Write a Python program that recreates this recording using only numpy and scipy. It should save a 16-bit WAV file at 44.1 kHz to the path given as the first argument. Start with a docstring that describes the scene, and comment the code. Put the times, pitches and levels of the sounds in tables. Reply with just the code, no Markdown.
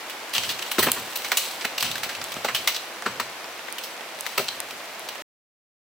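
"""Steady rain on a forest and a wet wooden deck; single drops land close to the listener.
A few metres away a folding aluminium tent pole is put together: sections scrape, snap into sleeves and knock on boards.
Rain is coloured noise plus random damped pings; near drops are short decaying tones, spray and wood taps.
Scrapes are dense random slips, contacts are noise bursts exciting tube and board modes, the deck is resonant noise.
Noise responses convolved with the contacts make the metal ring on and the trees throw back a soft tail."""
import sys
import numpy as np
from scipy import signal
from scipy.fft import rfft, irfft
from scipy.io import wavfile

SR = 44100
rng = np.random.default_rng(int(sys.argv[2]) if len(sys.argv) > 2 else 0)


def wav_out(sig):
    """Save sig, one row per channel (or a flat mono array), as 16-bit PCM at SR to the path in sys.argv[1]."""
    wavfile.write(sys.argv[1], SR, np.round(np.clip(np.atleast_2d(sig).T, -1, 1) * 32767).astype(np.int16))


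N = 257268
TIME = np.arange(N) / SR  # s

# normal modes of the aluminium tubes: (frequency [Hz], bandwidth [Hz], relative level [dB])
TUBE_MODES = [(1160, 83, -18), (2914, 950, 3), (4050, 480, 2), (6005, 120, 1), (7875, 230, 8.5),
              (9640, 340, 6), (11600, 220, -30), (14900, 410, 4.5), (14200, 440, 7.5), (15200, 520, -5.5)]
# normal modes of the deck boards: (frequency [Hz], bandwidth [Hz], relative level [dB])
BOARD_MODES = [(96, 8.9, -5), (243, 47, 7.5), (391, 77, 8), (494, 18, 7), (630, 120, 3.5), (1040, 130, -4),
               (1302, 86.7, 0.5)]
# likeness of left and right in sound from all round: (frequency [Hz], correlation [-1 to 1])
RAIN_CORRELATION = [(100, 0.98), (300, 0.98), (600, 0.93), (1200, 0.66), (2500, 0.48), (5000, 0.14),
                    (14000, 0.11)]
# likeness of left and right in the pole's sound: (frequency [Hz], correlation [-1 to 1])
POLE_CORRELATION = [(200, 1), (1200, 1), (4000, 0.67), (11000, .6)]
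# edges of the thud, body, clack and ting registers: (frequency [Hz])
REGISTER_EDGES = [140, 700, 2400, 6500, 16500]
# a section drawn along its neighbour or into its sleeve: (time [s], length [s], relative level [dB])
SLIDING_STROKES = [(0.324, 0.19, -36), (0.599, 0.54, -40.5), (1.175, 0.21, -37.5), (1.371, 0.073, -30),
                   (1.516, .12, -43), (1.788, .07, -34.5), (1.9, 0.11, -48), (2.203, .16, -41),
                   (2.52, .13, -42), (2.667, 0.07, -38), (3.79, 0.13, -48), (4.168, .38, -43),
                   (4.627, 0.47, -51)]


def from_db(db):
    """Logarithmic level: 20 dB is a tenfold amplitude."""
    return 10 ** (np.asarray(db) / 20)


def rms_one(x):
    """Power normalisation: scale to unit root mean square."""
    return x / np.sqrt(np.mean(x ** 2) + 1e-20)


def at_hz(points, hz):
    """Logarithmic pitch scale: interpolate a table over log frequency."""
    frequency, value = np.transpose(points)
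    return np.interp(np.log(np.maximum(hz, 1)), np.log(frequency), value)


def level(rows):
    """Amplitude envelope: gain over time from a curve in dB."""
    return from_db(np.interp(TIME, *np.transpose(rows)))


def band(x, low, high):
    """Causal band-pass filtering between two frequencies."""
    edges = [low, min(high, .47 * SR)]
    return signal.sosfilt(signal.butter(2, edges, "band", fs=SR, output="sos"), x)


def colour(x, spectrum):
    """Spectral shaping: weight each Fourier component by a gain in dB."""
    size = x.shape[-1]
    gain = from_db(at_hz(spectrum, np.fft.rfftfreq(size, 1 / SR)))
    return irfft(rfft(x) * gain, size)


def widen(pair, alike):
    """Interaural correlation: a sum and a difference of two unrelated signals set the likeness of the channels."""
    alike = np.clip(alike, 0, .999)
    common = np.sqrt(1 + alike) * pair[0]
    opposed = np.sqrt(1 - alike) * pair[1] * np.array([[1], [-1]])
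    return common + opposed


def diffuse(pair, likeness):
    """Diffuse field: the correlation of the channels varies with frequency."""
    size = pair.shape[-1]
    alike = at_hz(likeness, np.fft.rfftfreq(size, 1 / SR))
    return irfft(widen(rfft(pair), alike), size)


def resonate(x, modes):
    """Modal superposition: parallel two-pole resonances, each damped according to its bandwidth."""
    out = 0
    for hz, width, db in modes:
        radius = np.exp(-np.pi * width / SR)
        zeros = np.array([1, 0, -1]) * (1 - radius * radius) / 2
        poles = [1, -2 * radius * np.cos(2 * np.pi * hz / SR), radius * radius]
        out = out + from_db(db) * signal.lfilter(zeros, poles, x)
    return out


def at_level(x, db):
    """Energy normalisation: the energy of a short sound, spread over 10 ms, sets its level."""
    return from_db(db) * x / np.sqrt(np.sum(x ** 2) / (2 * SR / 100) + 1e-20)


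def add(out, s, sound, pan_db):
    """Level-difference stereophony: place a short sound in time, further left for a positive pan."""
    i = int(s * SR)
    panned = sound * from_db([[pan_db / 2], [-pan_db / 2]])
    out[:, i:i + sound.shape[1]] += panned[:, :N - i]


def pings(per_s, spread_db, sharpness):
    """Shot noise: two streams of random impacts, mostly small, each exciting one of twelve damped resonances."""
    sizes = from_db(spread_db * np.minimum(rng.exponential(1, (2, N)), 4)) * rng.choice([-1, 1], (2, N))
    impacts = sizes * (rng.random((2, N)) < per_s / SR)
    pitches = np.geomspace(450, 14000, 12)  # Hz
    dealt = rng.integers(0, len(pitches), (2, N))
    out = 0
    for k, hz in enumerate(pitches):
        own_impacts = impacts * (dealt == k) + 1e-18  # the offset keeps the filter clear of denormals
        out = out + resonate(own_impacts, [(hz, hz / sharpness, -10 * np.log10(hz))])
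    return out


def swells(rows, attack_s, release_s):
    """Incoherent addition: overlapping events (time [s], length [s], level [dB]) add in power."""
    power = 0
    for s, length, db in rows:
        rise = np.clip((TIME - s) / attack_s, 0, 1)
        fall = np.exp(-np.maximum(TIME - s - length, 0) / release_s)
        power = power + (from_db(db) * rise * fall) ** 2
    return np.sqrt(power)


def rain(wash_db, patter_db):
    """Superposition of random impacts: far drops merge into a wash, nearer ones patter on leaves and boards."""
    # strength of the rainfall: (time [s], relative level [dB])
    rainfall = [(0, -40.5), (1, -39.5), (2, -39.5), (3, -41), (5.2, -41.5)]
    # spectrum of the far wash: (frequency [Hz], relative level per Hz [dB])
    wash_spectrum = [(24, -73), (40, -40.5), (130, -17), (167, -19), (199, -12), (297, -8), (363, -5),
                     (433, -6.5), (491, -2.5), (697, -1), (1300, -4), (2210, -3.5), (9450, -19),
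                     (13800, -19.5), (16000, -23.5)]
    # weighting of the nearer patter: (frequency [Hz], gain [dB])
    patter_spectrum = [(400, -5.5), (900, -2.5), (2200, -4), (5000, -1), (14000, -12.5)]
    far = colour(rng.standard_normal((2, N)), wash_spectrum)
    near = colour(pings(per_s=1400, spread_db=4, sharpness=1.7), patter_spectrum)
    mixed = from_db(wash_db) * rms_one(far) + from_db(patter_db) * rms_one(near)
    return level(rainfall) * diffuse(mixed, RAIN_CORRELATION)


def near_drops(cycles, splash_db, splash_s, gain_db, tap_s, tap_db):
    """Damped oscillation: a drop slaps the water film, throws a little spray and taps the wood beneath."""
    # (time [s], relative slap level [dB], slap pitch [Hz], relative wood tap level [dB], left over right [dB])
    near_drop_rows = [(0.295, -44, 7400.0, -46, 18), (0.9328, -31, 10200.0, -58, -1),
                      (2.2415, -26.5, 7400, -43, 2), (2.342, -33, 6330, -39, 8),
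                      (3.023, -34, 6230, -31.5, -4), (3.4434, -37.5, 4860, -34.5, -1),
                      (3.5932, -36, 2600, -40, -5), (3.683, -52, 2700, -33, 12),
                      (3.7256, -30, 9350, -45, -9), (4.0087, -43.5, 3240, -42, -18),
                      (4.2088, -24.5, 8600, -42, -5), (4.603, -21.5, 8900, -33, 2),
                      (4.9948, -33.5, 11200, -47, 2), (5.155, -43, 7100, -38, -10),
                      (5.1936, -46, 1980, -37, -6)]
    out, t = np.zeros((2, N)), np.arange(SR // 25) / SR
    for s, db, hz, wood_db, pan_db in near_drop_rows:
        slap = np.sin(2 * np.pi * hz * t) * np.exp(-t * hz / cycles)
        spray = band(rng.standard_normal((2, len(t))), hz / 2, hz * 2) * np.exp(-t / splash_s)
        tap = widen(rng.standard_normal((2, len(t))), .9) * np.exp(-t / tap_s)
        on_water = at_level(slap + from_db(splash_db) * spray, db + gain_db)
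        on_wood = at_level(band(tap, 500, 2100), wood_db + tap_db)
        add(out, s, on_water + on_wood, pan_db)
    return out


def deck(gain_db):
    """Forced resonance: the hollow deck booms at its board modes as weight shifts on it."""
    # steps and blows that set the deck booming: (time [s], relative level [dB])
    thumps = [(.34, -51), (.45, -52.5), (.78, -42), (.94, -52), (1.819, -43.5), (2.0, -58), (2.16, -55.5),
              (2.32, -53), (2.5, -51.5), (3.06, -52), (3.2, -60), (4.38, -56.5), (4.52, -62)]
    # weighting of the boom: (frequency [Hz], gain [dB])
    boom_spectrum = [(25, -24), (55, -8), (85, -3), (150, -1.5), (210, -11), (400, -18), (1500, -59)]
    hold_s = 0.038
    load = rng.standard_normal(N)
    weight = swells([(s, hold_s, db) for s, db in thumps], attack_s=0.029, release_s=.09)
    boom = colour(load + resonate(load, BOARD_MODES), boom_spectrum)
    return from_db(gain_db) * weight * rms_one(boom)


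def sliding(gain_db, clump_db, tube_db):
    """Stick-slip friction: tube ends catch and slip in clumps, each slip with a colour of its own."""
    # weighting of the scrape: (frequency [Hz], gain [dB])
    scrape_spectrum = [(400, -30), (1200, -20.5), (2800, -2.5), (4500, 1.5), (7000, -1), (11500, -1.5),
                       (14500, 1.5), (16000, -2)]
    slips = pings(per_s=9000, spread_db=2.5, sharpness=1.5)
    knots = np.arange(0, TIME[-1], 1 / 70)  # s
    clumps = from_db(clump_db * np.interp(TIME, knots, rng.standard_normal(len(knots))))
    excited = slips + from_db(tube_db) * resonate(slips, TUBE_MODES)
    scrape = colour(excited, scrape_spectrum) * clumps
    strokes = swells(SLIDING_STROKES, attack_s=0.021, release_s=0.087)
    return from_db(gain_db) * strokes * rms_one(diffuse(scrape, POLE_CORRELATION))


def tail(x, response, t60, onset_s, gain_db):
    """Reverberation as convolution: a dense response builds up, then falls by 60 dB per t60 seconds."""
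    t = np.arange(response.shape[1]) / SR
    response = response * from_db(-60 * t / t60) * (1 - np.exp(-t / onset_s))
    response = response / np.sqrt(np.sum(response ** 2) / 2)
    return from_db(gain_db) * signal.fftconvolve(x, response, axes=1)[:, :N]


def forest_echo(pole):
    """Diffuse scattering: the trunks throw back a soft, dense tail."""
    # weighting of the scattered sound: (frequency [Hz], gain [dB])
    forest_spectrum = [(70, -8), (150, -5), (400, -18), (1200, -9), (3000, 3), (7000, 1.5), (16000, -6)]
    trunks = diffuse(colour(rng.standard_normal((2, SR)), forest_spectrum), RAIN_CORRELATION)
    return tail(pole, trunks, t60=0.4, onset_s=0.0062, gain_db=-11.5)


def tube_ringing(pole):
    """Modal density: the linked sections share many close modes, which ring on in clusters."""
    clusters = resonate(rng.standard_normal((2, SR)), TUBE_MODES)
    return tail(pole, clusters, t60=0.24, onset_s=0.0071, gain_db=-14.5)


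def contacts(rows, edges, modes, crack_db, chatter_db, focus_db, sharpness, snap_db):
    """Impact excitation: a snap amid tiny impacts drives the modes; hardness sets the share of each register."""
    out, t = np.zeros((2, N)), np.arange(SR // 7) / SR
    for s, rise, decay, hz, *levels, pan_db in rows:
        push = np.minimum(t / max(rise, 1e-4), 1) * np.exp(-np.maximum(t - rise, 0) / max(decay, 1e-4))
        unevenness = from_db(chatter_db * rng.standard_normal(len(t)))
        chatter = push * rng.standard_normal((2, len(t))) * unevenness
        # the snap falls at the end of the rise
        chatter[0, int(np.clip(rise * SR, 0, len(t) - 1))] += from_db(snap_db)
        # the place that is hit and the grip on it favour one short, damped resonance
        favoured = (hz, hz / sharpness, focus_db)
        struck = from_db(crack_db) * chatter + resonate(chatter, [*modes, favoured])
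        for low, high, db in zip(edges, edges[1:], levels):
            register = band(band(struck, low, high), low / 2, high * 2)
            sound = widen(register, at_hz(POLE_CORRELATION, np.sqrt(low * high)))
            add(out, s, at_level(sound, db), pan_db)
    return out


def rattles():
    """Random excitation by looseness: joints tick at random moments of each stroke, louder when it is harder."""
    ticks_per_s, over_stroke_db, spread_db = 18, 1, 1.5
    rise_s, decay_s, middle_hz, brightness_db = .0007, .002, 3000, -6
    events = []
    for s, length, db in SLIDING_STROKES:
        for when, size, pitch in rng.random((round(length * ticks_per_s), 3)):
            strength_db = db + over_stroke_db + spread_db * (2 * size - 1)
            hz = middle_hz * 2 ** (pitch - .5)
            events.append((s + when * length, rise_s, decay_s, hz, strength_db, brightness_db))
    return events


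def clicks(events):
    """Impact spectrum of tube on tube: a higher pitch leaves less body, brightness raises the ting."""
    middle_body_db, loss_db_per_octave, middle_hz, thinnest_hz = -6.5, 8, 2900, 5000
    pan_db = -0.3  # left over right
    rows = []
    for s, rise, decay, hz, db, bright in events:
        body_db = middle_body_db - loss_db_per_octave * np.log2(min(hz, thinnest_hz) / middle_hz)
        rows.append((s, rise, decay, hz, db + body_db, db, db + bright, pan_db))
    return contacts(rows, REGISTER_EDGES[1:], TUBE_MODES, crack_db=3.0, chatter_db=3.0, focus_db=8.5,
                    sharpness=6, snap_db=12.5)


def knocks():
    """Coupled impact of pole and boards: weight feeds the thud, brightness tilts everything above the body."""
    # pole on the boards or butting home: (time [s], rise [s], decay [s], pitch [Hz], relative level [dB],
    # weight in the bass [dB], brightness [dB], left over right [dB])
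    knock_rows = [(0.7818, 0.0019, .0057, 410, -23, 2, -5, 1),
                  (.786, 0.0063, 0.015, 1040, -22.5, -7, 3, -1),
                  (0.8214, 0.0039, 0.014, 1980, -28, -2, 1, 2),
                  (0.8658, 0.0023, 0.009, 1000, -22, -1.5, -8.5, 0.5),
                  (0.8826, 0.0039, 0.0079, 1040, -26, -14, -8, -.5),
                  (0.959, 0.0085, .02, 1130, -31.5, -6.5, -6.5, -1),
                  (1.3168, 0.0011, 0.0081, 1827, -20.5, -30.5, -1.5, -2.5),
                  (1.6423, 0.011, 0.0039, 2140, -23.5, -14.5, -2.5, -1),
                  (2.3635, 0.0023, 0.0078, 613, -34, -4, -6, -1),
                  (2.4453, 0.00083, 0.012, 630, -23, -6, -3.5, .5),
                  (2.481, 0.0064, 0.012, 1750, -24, -18, -6.5, -2.5),
                  (3.055, 0.0088, 0.019, 1210, -21.5, -8, -8, 1.5),
                  (3.1982, 0.00042, 0.0093, 1270, -24, -16, -3, 1),
                  (4.2643, 0.00036, 0.0057, 1830, -31, -28.5, -1, 7.5),
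                  (4.375, 0.0063, 0.0053, 4130, -21.5, -11.5, -0.5, 2),
                  (4.39, 0.0039, 0.016, 670, -26.5, 0, -1, 1)]
    ting_db = -5  # added to the ting
    rows = []
    for *shape, db, weight, bright, pan_db in knock_rows:
        thud, body, clack, ting = db + weight, db, db + bright, db + 2 * bright + ting_db
        rows.append((*shape, thud, body, clack, ting, pan_db))
    return contacts(rows, REGISTER_EDGES, BOARD_MODES + TUBE_MODES, crack_db=-1.0, chatter_db=1.5,
                    focus_db=6.5, sharpness=2.8, snap_db=10.5)


def scene():
    """Linear superposition: the pole, its ringing and its echo among the trunks, in the rain."""
    # metal on metal: (time [s], rise [s], decay [s], pitch [Hz], relative level [dB], brightness [dB])
    click_rows = [(.0971, 0.00039, 0.013, 2770, -32, -5.5), (.3311, 0.0069, 0.02, 2930, -24, -5.5),
                  (.346, 0.0047, 0.028, 2930, -18.5, -10), (.3802, 0.0011, .003, 2850, -20.5, -14),
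                  (.4322, .0013, 0.019, 2900, -24.5, -12.5), (.4904, 0.0019, 0.022, 3400, -21.5, -11.5),
                  (.588, 0.0062, .0026, 2930, -30.5, -16), (.619, 0.0084, 0.0037, 2914, -27.5, -10),
                  (.6612, .0027, 0.018, 3390, -32, -11), (.7125, .0047, 0.0073, 2500, -23.5, -3),
                  (.827, 0.0026, 0.023, 1890, -18.5, 0), (.9165, 0.0012, 0.0019, 7670, -22.5, 4.5),
                  (1.155, 0.0044, 0.0092, 14570, -26.5, 0), (1.1715, 0.0017, .001, 14570, -39, 7),
                  (1.243, 0.0046, 0.014, 2200, -27, -9), (1.3693, 0.0033, 0.0078, 7240, -17, -.5),
                  (1.6091, 0.0016, 0.012, 2410, -29.5, -16), (1.7782, 0.003, 0.0057, 2773, -22.5, -10),
                  (1.8053, 0.0023, 0.0069, 4380, -23.5, -7), (1.8258, 0.00077, 0.0054, 2320, -21, -4.5),
                  (1.8443, .0003, 0.04, 3000, -22, -15), (1.9114, 0.0036, 0.0078, 3810, -27.5, -8),
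                  (1.9542, .0014, 0.0069, 1690, -29, -9.5), (1.98, 0.00083, .0037, 2000, -34, -4),
                  (2.0321, 0.00084, 0.015, 2280, -24, -6.5), (2.0912, .0008, 0.025, 1750, -28.5, -9.5),
                  (2.148, .002, 0.0095, 2610, -31, -13), (2.2143, 0.00082, .0039, 1900, -32, -13),
                  (2.3191, 0.00055, 0.0077, 3190, -32, -7), (2.5464, .001, 0.019, 3020, -17.5, -9),
                  (2.6734, .001, 0.013, 2310, -15, -6.5), (2.743, .003, 0.015, 4000, -26, -14),
                  (2.7609, 0.0037, .004, 3900, -25.5, -12), (3.781, 0.0032, 0.008, 2850, -29.5, -6.5),
                  (3.8354, .0018, 0.015, 5100, -30.5, -4.5), (4.4825, 0.0011, 0.0014, 3800, -27.5, -20),
                  (4.4865, 0.00089, 0.0028, 4200, -24, -18), (4.7052, .0042, 0.0043, 2600, -34, -9),
                  (5.086, 0.0032, 0.0054, 2800, -29.5, -8.5)]
    pole = from_db(3.0) * knocks() + from_db(0.5) * clicks(click_rows)
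    ringing = tube_ringing(pole)
    echo = forest_echo(pole)
    drops = near_drops(cycles=3.3, splash_db=3.5, splash_s=0.00057, gain_db=-5.5, tap_s=0.0077, tap_db=-1.5)
    weather = drops + rain(wash_db=0.86, patter_db=-7.5)
    scraping = sliding(gain_db=-1.0, clump_db=2.5, tube_db=-4.0)
    handling = scraping + deck(gain_db=4.5) + clicks(rattles())
    return pole + ringing + echo + handling + weather


def record(dry):
    """Band limitation: the deep bass is rolled off, the sound stops short, and the top is cut."""
    stop_s, cutoff_hz = 5.222, 15900
    sound = signal.sosfilt(signal.butter(2, 60, "high", fs=SR, output="sos"), dry)
    sound = sound * (TIME < stop_s)
    return signal.sosfilt(signal.ellip(10, .2, 80, cutoff_hz, fs=SR, output="sos"), sound)


dry = scene()
out = record(dry)
wav_out(out)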